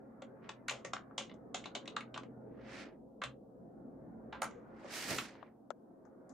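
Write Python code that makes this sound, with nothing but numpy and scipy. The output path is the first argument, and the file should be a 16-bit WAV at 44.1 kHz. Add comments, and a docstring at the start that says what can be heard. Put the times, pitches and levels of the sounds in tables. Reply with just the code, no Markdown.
"""Typing on a stone desk

Fingers type in short bursts on a plastic keyboard, close to a stereo camera. Each key contact is a
slide, a blow and a rattle of tiny ticks that ring cap, case and stem; some set off a fizzing wire or
a desk boom. A mouse clicks dry on the left. A sleeve brushes the desk as shaped cloth noise. Fans
hum low as wavering tones in patchy air noise; the typing alone gets sparse echoes of a small room."""
import sys
import numpy as np
from scipy import signal
from scipy.fft import rfft, irfft
from scipy.io import wavfile
from scipy.ndimage import uniform_filter1d

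SR = 44100
rng = np.random.default_rng(int(sys.argv[2]) if len(sys.argv) > 2 else 0)


def pcm_store(signal):
    """Save signal as 16-bit PCM."""
    levels = np.round(np.clip(np.atleast_2d(signal), -1, 1) * 32767)
    wavfile.write(sys.argv[1], SR, levels.astype(np.int16).T)


N = 279153  # length in samples


def amp(db):
    """Turns decibels into an amplitude factor."""
    return 10 ** (np.asarray(db) / 20)


def evened(x):
    """Scales a signal to rms 1."""
    return x / np.sqrt(np.mean(np.abs(x) ** 2) + 1e-20)


def read(points, hz):
    """Reads a curve of (hz, value) points, straight over log frequency."""
    f, value = np.transpose(points)
    return np.interp(np.log(hz + 1), np.log(f + 1), value)


def grid(size):
    """Frame times and bin frequencies of a short-time spectrum."""
    times = np.arange(4 * N // size + 5) * size / 4 / SR
    return times, np.fft.rfftfreq(size, 1 / SR)[:, None]


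def noise(gain, likeness, size):
    """Two partly alike channels of noise under a bins x frames gain; gain 1 is rms 1 over all bins."""
    a, b, c, d = rng.standard_normal((gain.shape[1], gain.shape[0], 4)).T
    same = np.clip(read(likeness, grid(size)[1]), -1, 1)
    left = a + 1j * b
    right = same * left + np.sqrt(1 - same ** 2) * (c + 1j * d)
    spectrum = np.array([left, right]) * gain
    return signal.istft(spectrum, nperseg=size, noverlap=3 * size // 4)[1][:, :N] / np.sqrt(size / 3)


def band_gain(shape_db, hz, lo_hz, hi_hz):
    """Scales a spectrum so that the band lo to hi has rms 1."""
    gain = amp(shape_db)
    in_band = (hz > lo_hz) * (hz < hi_hz)
    return gain / np.sqrt(np.mean(gain ** 2 * in_band, axis=0))


# fan and mains tones: pitch_hz, width_hz, level_db (wavering part, relative to the room level)
FAN_TONES = [(62.7, 28, -20.5), (124.6, 1.1, -13), (186.7, 8.8, -15.5), (223.8, 26, -6), (266.5, 14, -10),
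             (537.7, 9.7, -12.5), (642, 8.3, -18)]


def hum():
    """Fan and mains lines: tones that waver in level and phase, partly steady."""
    hz, out = np.fft.rfftfreq(N, 1 / SR), 0
    for pitch_hz, width_hz, db in FAN_TONES:
        a, b = rng.standard_normal((len(hz), 2)).T
        resonance = 1 + (2 * (hz - pitch_hz) / width_hz) ** 2
        waver = irfft((a + 1j * b) / resonance, N)
        steady = np.sqrt(2) * np.sin(2 * np.pi * (pitch_hz * np.arange(N) / SR + rng.random()))
        out = out + amp(db) * (evened(waver) + 0.47 * steady)
    return out


# room noise drift: time_s, level_db, upper_edge_level_db, bass_gain_db (below BASS_HZ)
ROOM_DRIFT = [(0.0, -57.5, -70, -4), (1.02, -58.5, -67, 1.5), (1.46, -55.5, -72.5, -0.5),
              (1.849, -55, -64, -5), (2.43, -54.5, -74.5, 1.5), (2.751, -55, -71, 2.5), (3.0, -58, -88, 1),
              (3.55, -57.5, -83, -3), (3.7, -56.5, -76, 2), (4.34, -55, -69.5, 3), (4.87, -59.5, -62, 1),
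              (5.55, -64, -85.5, -4), (5.9, -61.5, -78.5, -4), (6.33, -57.5, -71.5, -7.5)]
# tone of the air noise: pitch_hz, density_db (per Hz)
AIR_TONE = [(12, -54.5), (20, -25.5), (59, -25.5), (87, -26.5), (108, -11.5), (262, -2), (386, -5),
            (523, -5), (570, -11.5), (692, -8.5), (1140, -25.5), (1510, -30.5), (3500, -83), (4550, -101),
            (7700, -120)]
# left-right likeness of the air noise: pitch_hz, likeness (1 = identical)
AIR_LIKENESS = [(60, 0.93), (130, 0.87), (290, 0.54), (640, 0.25), (1400, 0.1123), (4000, 0.17)]
BASS_HZ = 150


def room():
    """Fan noise in drifting patches under the hum; its upper edge and its bass come and go."""
    time_s, level_db, edge_db, bass_db = np.transpose(ROOM_DRIFT)
    t, hz = grid(2048)
    low = band_gain(read(AIR_TONE, hz), hz, 100, 700) * amp(np.interp(t, time_s, level_db))
    edge_shape_db = -11.0 * np.log2(hz / 1000 + 1e-3) ** 2 - 3.4 * hz / 1000
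    edge = band_gain(edge_shape_db, hz, 650, 2700) * amp(np.interp(t, time_s, edge_db))
    low_share = 1 / (1 + (hz / 850) ** 8)

    patches = rng.standard_normal((len(t), len(hz))).T
    patches = uniform_filter1d(patches, size=5, axis=0)
    patches = evened(uniform_filter1d(patches, size=8, axis=1))
    patchy_db = 2.4 * low_share + 3.3 * (1 - low_share)
    gain = np.sqrt(low_share * low ** 2 + (1 - low_share) * edge ** 2)
    air = noise(gain * amp(patchy_db * patches), AIR_LIKENESS, 2048)

    now = np.arange(N) / SR
    both = air + hum() * amp(np.interp(now, time_s, level_db))
    bass = signal.sosfiltfilt(signal.butter(3, BASS_HZ, fs=SR, output="sos"), both)
    return both + bass * (amp(np.interp(now, time_s, bass_db)) - 1)


# sleeve strokes: full_speed_from_s, hold_s, brush_db, rise_db_per_s, fall_db_per_s,
# treble_tilt_db_per_octave (well above 3 kHz), rumble_db
STROKES = [(.44, 0.052, -67, 497, 402, -20.5, -75), (2.741, 0.083, -54, 119.5, 204, -8, -60.5),
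           (4.82, 0.036, -76.5, 73, 195, 2, -62.5), (4.938, .09, -45.5, 261, 90, 2.5, -56.5),
           (5.09, .1, -47, 90.5, 135.5, 4, -55), (5.108, 0.028, -43.5, 1195, 644, -4.5, -41),
           (5.36, 0.11, -72, 200.5, 256, -19.5, -68.5)]
# cloth hiss before the tilt: pitch_hz, density_db (per Hz)
CLOTH_TONE = [(410, -21), (700, -2.5), (872, -9), (1410, 0), (1630, -1.5), (1760, 3), (3450, -4.5),
              (5080, -4), (14100, -20), (15500, -23.5)]
# desk rumble under the sleeve: pitch_hz, density_db (per Hz)
RUMBLE_TONE = [(40, -37.5), (100, 1), (250, 14.5), (500, 8.5), (1000, 3.5), (1600, -17.5), (3000, -46)]
# left-right likeness of the sleeve: pitch_hz, likeness (1 = identical)
SLEEVE_LIKENESS = [(60, 0.94), (240, 0.85), (950, 0.79), (3770, 0.53), (15000, 0.041)]
DULLING = 0.55  # tilt lost per dB below full speed (dB/octave)
RUMBLE_FOLLOWS = 0.34  # share of the brush's rise and fall, in dB, that the rumble makes


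def sleeve():
    """Cloth hiss, brighter in a fast stroke, flickering with the weave, over a rumble in the desk."""
    t, hz = grid(256)
    slow_t, low_hz = grid(512)
    weave = rng.standard_normal((len(t), len(hz))).T
    overall = evened(uniform_filter1d(rng.standard_normal(len(t)), size=5))
    by_band = evened(uniform_filter1d(weave, size=9, axis=0))
    flicker_db = 1.2 * overall + 0.84 * by_band

    brush_power = rumble_power = 0
    for s, hold, brush_db, rise, fall, tilt_db, rumble_db in STROKES:
        below_db = rise * np.maximum(s - t, 0) + fall * np.maximum(t - s - hold, 0)
        slope_db = np.clip(tilt_db - DULLING * below_db, -40, 10) * np.log2(1 + hz / 3000)
        cloth = band_gain(read(CLOTH_TONE, hz) + slope_db, hz, 1500, 6000)
        brush_power = brush_power + (cloth * amp(brush_db - below_db)) ** 2
        slow_below_db = np.interp(slow_t, t, below_db)
        rumble_power = rumble_power + amp(rumble_db - RUMBLE_FOLLOWS * slow_below_db) ** 2

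    brush = np.sqrt(brush_power) * amp(flicker_db)
    rumble = band_gain(read(RUMBLE_TONE, low_hz), low_hz, 100, 1200) * np.sqrt(rumble_power)
    both = noise(brush, SLEEVE_LIKENESS, 256) + noise(rumble, SLEEVE_LIKENESS, 512)
    return both * amp([[-.8], [.8]])  # a little to the right


# heavy blows that boom in the desk top: start_s, level_db
DESK_BLOWS = [(0.688, -45.5), (1.182, -58), (1.547, -49), (3.246, -37.5), (4.43, -50.5), (5.123, -36.5)]
# desk top modes: pitch_hz, level_db (relative to the blow, before the swell), t60_s
DESK_MODES = [(63.5, -5, .2), (129, 1, 0.29)]
DESK_SWELL_S = 0.061  # time constant


def thumps():
    """Low desk modes that swell over tens of ms and die."""
    t, out = np.arange(N) / SR, 0
    for s, db in DESK_BLOWS:
        age = np.maximum(t - s, 0)
        modes = 0
        for pitch_hz, mode_db, t60 in DESK_MODES:
            modes = modes + amp(mode_db - 60 * age / t60) * np.sin(2 * np.pi * pitch_hz * age)
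        out = out + amp(db) * (1 - np.exp(-age / DESK_SWELL_S)) * modes
    return out


# decay of the room echo: pitch_hz, t60_s
WALL_DECAY = [(250, 0.23), (1000, 0.18), (4000, 0.17), (12000, .15)]
WALLS_DB = -4.5


def walls(x):
    """Sparse echoes of random sign, each band dying at its own speed."""
    signs = rng.choice([-1., 1.], (2, SR // 2))
    taps = signs * (rng.random((2, SR // 2)) < .06)
    taps[:, :200] = 0  # a gap before the first echo
    taps[1] = 0.49 * taps[0] + 0.76 * taps[1]  # close microphones share much of the echo
    hz, t, z = signal.stft(taps, SR, nperseg=256)
    decay = amp(-60 * t / read(WALL_DECAY, hz)[:, None])
    tail = signal.istft(z * decay, SR, nperseg=256)[1]
    tail = tail / np.linalg.norm(tail[0])
    return amp(WALLS_DB) * signal.fftconvolve(x.mean(0)[None], tail, axes=1)[:, :N]


def ring(modes, centre_hz):
    """Causal response of well damped plastic modes whose powers add; those near a centre sound most."""
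    f = np.fft.fftfreq(2048, 1 / SR)
    hz, width, db = np.transpose(modes)[:, :, None]
    width = np.maximum(width, .22 * hz)  # keeps every mode well damped
    luck_db = 1.5 * rng.standard_normal((len(modes), 1))
    near_db = -12 * abs(np.log2(hz / centre_hz))
    resonance = 1 + ((f ** 2 - hz ** 2) / (width * abs(f) + 1)) ** 2
    peaks = amp(db + luck_db + near_db) / resonance
    peaks = peaks / (1 + (f / (1.6 * hz.max())) ** 6)  # a soft contact cannot drive far above its modes
    log_gain = np.log((peaks ** 2).sum(0) + 1e-10) / 2
    minimum_phase = -signal.hilbert(log_gain).imag
    return np.fft.ifft(np.exp(log_gain + 1j * minimum_phase)).real[:1024]


# what the case, keycap, stem and spring ring with, each: pitch_hz, width_hz (ring may widen it), level_db
CASE_MODES = [(396, 67, 3), (529.5, 67, 2.5), (660, 370, 3), (924, 270, -7.5), (1138, 560, 5),
              (1510, 320, 3.5)]
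CAP_MODES = [(2090, 770, 1.5), (2702, 170, -11), (2920, 1600, 1), (3640, 680, 0.5), (4020, 460, -3.5)]
STEM_MODES = [(5170, 3700, -10.5), (6060, 570, -9), (6850, 660, -6)]
SPRING_MODES = [(9590, 2000, 3.5), (10900, 5000, -20), (13600, 2000, -14)]
LEAD_S = .012  # time kept free before a blow


def contact(cap_db, case_db, stem_db, spring_db, cap_hz, case_hz, t60, rise_s, spring_hz=10000):
    """The part slides for the rise time, lands with a blow about as long, then rattles in small ticks."""
    t = np.arange(8192) / SR - LEAD_S
    a, b, size_db = rng.standard_normal((len(t), 3)).T
    slide = np.clip(1 + t / rise_s, 0, 1) ** 2
    blow = np.exp(-abs(t) / (0.62 * rise_s))
    rattle = 0.52 * amp(-60 * np.maximum(t, 0) / max(t60, .01))
    shape = amp(size_db) * slide * (blow + rattle)
    # peak level, modes, strongest pitch, left-right likeness
    parts = [(cap_db, CAP_MODES, cap_hz, .85), (case_db, CASE_MODES, case_hz, .97),
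             (stem_db, STEM_MODES, 6500, .55), (spring_db, SPRING_MODES, spring_hz, .4)]
    sound = 0
    for k, (db, modes, centre_hz, same) in enumerate(parts):
        pair = [a, same * a + np.sqrt(1 - same ** 2) * b]
        ticks = np.roll(pair, 999 * k, axis=1) * shape  # each part gets its own ticks
        burst = signal.fftconvolve(ticks, ring(modes, centre_hz)[None], axes=1)
        sound = sound + amp(db) * burst / abs(burst).max()
    return sound


def clicks(table, rise_s):
    """Every contact of a table as (time, sound); the spring stays quiet."""
    return [(s, contact(cap, case, stem, -np.inf, *rest, rise_s)) for s, cap, case, stem, *rest in table]


def place(timed_sounds, pan_db):
    """Sums (time, sound) pairs, each at its place between the microphones; positive pan is left."""
    out = np.zeros((2, N + SR))
    for s, sound in timed_sounds:
        at = round((s - LEAD_S) * SR)
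        out[:, at:at + sound.shape[1]] += sound * amp([[pan_db(s) / 2], [-pan_db(s) / 2]])
    return out[:, :N]


# mouse clicks and ticks: start_s, clack_peak_db, thock_peak_db, tick_peak_db,
# strongest_clack_hz, strongest_thock_hz, rattle_t60_s
MOUSE_CLICKS = [(5.353, -61, -51, -86, 2460, 1260, 0.026), (5.428, -57.5, -39.5, -90, 2050, 920, 0.059),
                (5.705, -46.5, -30.5, -44.5, 2500, 866, 0.035), (6.052, -79, -54, -67, 2100, 726, .2),
                (6.294, -74.5, -59.5, -57.5, 4120, 744, 0.26)]
MOUSE_RISE_S, MOUSE_PAN_DB = 0.0011, 11


def mouse():
    """Small dry contacts on the left, with a shorter slide than the keys and the same plastic modes."""
    return place(clicks(MOUSE_CLICKS, MOUSE_RISE_S), lambda s: MOUSE_PAN_DB)


KEY_RISE_S = 0.0046  # slide before the blow
# fizz of the wire under a long key: start_s, fizz_peak_db, strongest_hz
WIRE_FIZZES = [(0.683, -47.5, 13600), (0.7099, -49, 13600), (1.1805, -62, 13600), (2.0078, -61, 10000),
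               (3.2379, -50.5, 10500), (4.4195, -35.5, 9300), (4.4417, -43.5, 9300), (6.293, -65, 13600)]
WIRE_T60_S = 0.048


def wires():
    """Contacts in which only the spring steel sounds."""
    fizzes = []
    for s, db, hz in WIRE_FIZZES:
        cap_hz, case_hz = CAP_MODES[0][0], CASE_MODES[0][0]  # both silent here
        fizz = contact(-np.inf, -np.inf, -np.inf, db, cap_hz, case_hz, WIRE_T60_S, KEY_RISE_S, hz)
        fizzes.append((s, fizz))
    return fizzes


# key contacts: start_s, keycap_clack_peak_db, case_thock_peak_db, stem_tick_peak_db,
# strongest_clack_hz, strongest_thock_hz, rattle_t60_s
KEY_CONTACTS = [(0.2217, -47.5, -41, -56, 1940, 540, 0.05), (0.4931, -35, -34, -44.5, 3430, 1000, 0.036),
                (0.684, -29.5, -30.5, -34, 2050, 1570, 0.06), (0.6957, -27, -39, -32, 2870, 1290, 0.07),
                (0.7099, -35.5, -35, -38.5, 1900, 660, 0.24), (0.8493, -36, -35, -40, 1920, 644, 0.11),
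                (0.9353, -29.5, -26.5, -36.5, 3020, 1070, 0.018),
                (0.9662, -39.5, -35.5, -58, 2040, 1030, 0.015), (1.111, -73.5, -47, -92, 2220, 977, .074),
                (1.1808, -25, -32, -32.5, 3100, 600, 0.17), (1.21, -46, -40, -59, 2670, 514, 0.034),
                (1.297, -48.5, -58, -77, 2030, 506, 0.05), (1.3148, -51, -48, -81, 3070, 512, 0.039),
                (1.3417, -81, -58.5, -63, 3450, 533, .071), (1.5459, -31.5, -32, -31.5, 3670, 715, .17),
                (1.6419, -41.5, -56, -55, 1980, 546, .064), (1.658, -38, -36.5, -47.5, 3300, 640, 0.068),
                (1.752, -31, -37, -38.5, 3730, 675, 0.1), (1.8577, -46, -77, -56, 2090, 514, 0.025),
                (1.8779, -33.5, -41.5, -45.5, 3600, 566, 0.056),
                (1.9665, -29.5, -25, -39, 3070, 1000, 0.022), (2.0078, -38, -42, -53, 2030, 1460, 0.026),
                (2.1435, -36.5, -46, -51, 3200, 1200, 0.078), (2.1614, -45.5, -38.5, -69, 2340, 1050, 0.11),
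                (2.1775, -39, -33.5, -44.5, 2880, 1040, 0.027),
                (2.2343, -50.5, -45.5, -63.5, 2200, 656, 0.079),
                (3.2185, -34, -29.5, -53, 2020, 1410, 0.12), (3.2381, -31, -30.5, -41.5, 3000, 1200, 0.095),
                (4.3277, -40.5, -38, -64, 2254, 1180, .24), (4.4202, -29.5, -26.5, -37, 2010, 1040, 0.017),
                (4.4292, -63, -29.5, -38, 2240, 980, .17), (4.4437, -40, -37.5, -47, 1890, 953, 0.14),
                (4.5102, -54.5, -52.5, -62, 2170, 600, 0.5), (4.846, -73, -41, -64, 2150, 520, 0.11),
                (5.1852, -29, -29, -36.5, 3400, 1240, 0.061)]
KEYS_PAN_DB, TURN_DB_PER_S = 2, -0.84  # the keyboard drifts right as the camera turns


def typing():
    """Key contacts ring cap, case and stem, with the fizzing wires among them."""
    sounds = clicks(KEY_CONTACTS, KEY_RISE_S) + wires()
    return place(sounds, lambda s: KEYS_PAN_DB + TURN_DB_PER_S * s)


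def scene():
    """Lays the typing and its echo, the mouse and the desk sounds over the room."""
    keys = typing()
    return keys + walls(keys) + mouse() + thumps() + sleeve() + room()


# noise suppressor threshold: pitch_hz, threshold_db (per bin)
SUPPRESSOR_THRESHOLD = [(600, -110), (1500, -82.5), (4000, -87.5), (9000, -92), (11000, -77), (14000, -83)]


def suppress(x):
    """The camera lowers every band under its threshold, more the weaker it is, closing slowly."""
    hz, _, z = signal.stft(x, SR, nperseg=256, noverlap=192)
    power = uniform_filter1d((abs(z) ** 2).mean(0), size=9, axis=0)
    power = uniform_filter1d(power, size=5, axis=1)
    level_db = 10 * np.log10(abs(power) + 1e-16)
    under_db = np.clip(read(SUPPRESSOR_THRESHOLD, hz)[:, None] - level_db, 0, 28)
    closing = np.arange(z.shape[2]) * .5  # the shortfall may grow by 0.5 dB a frame
    under_db = np.minimum.accumulate(under_db - closing, axis=1) + closing
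    lowered = z * amp(-.55 * under_db)
    return signal.istft(lowered, SR, nperseg=256, noverlap=192)[1][:, :N]


# microphone balance: pitch_hz, left_minus_right_db
MIC_BALANCE = [(100, -1.47), (500, 0.5), (4000, -0.5), (8000, -6.5), (15000, 0)]
HISS_DB, EDGE_HZ = -92, 15680  # hiss rms before the band limit; band limit


def record(dry):
    """The two microphones differ in tone; noise suppressor, a faint hiss, then the band limit."""
    lean_db = read(MIC_BALANCE, np.fft.rfftfreq(N, 1 / SR)) / 2
    miked = irfft(rfft(dry) * amp([lean_db, -lean_db]), N)
    hissy = suppress(miked) + amp(HISS_DB) * rng.standard_normal(dry.shape)
    low_pass = signal.firwin(1023, EDGE_HZ, window=("kaiser", 9), fs=SR)
    return signal.oaconvolve(hissy, low_pass[None], "same")


dry = scene()
out = record(dry)
pcm_store(out)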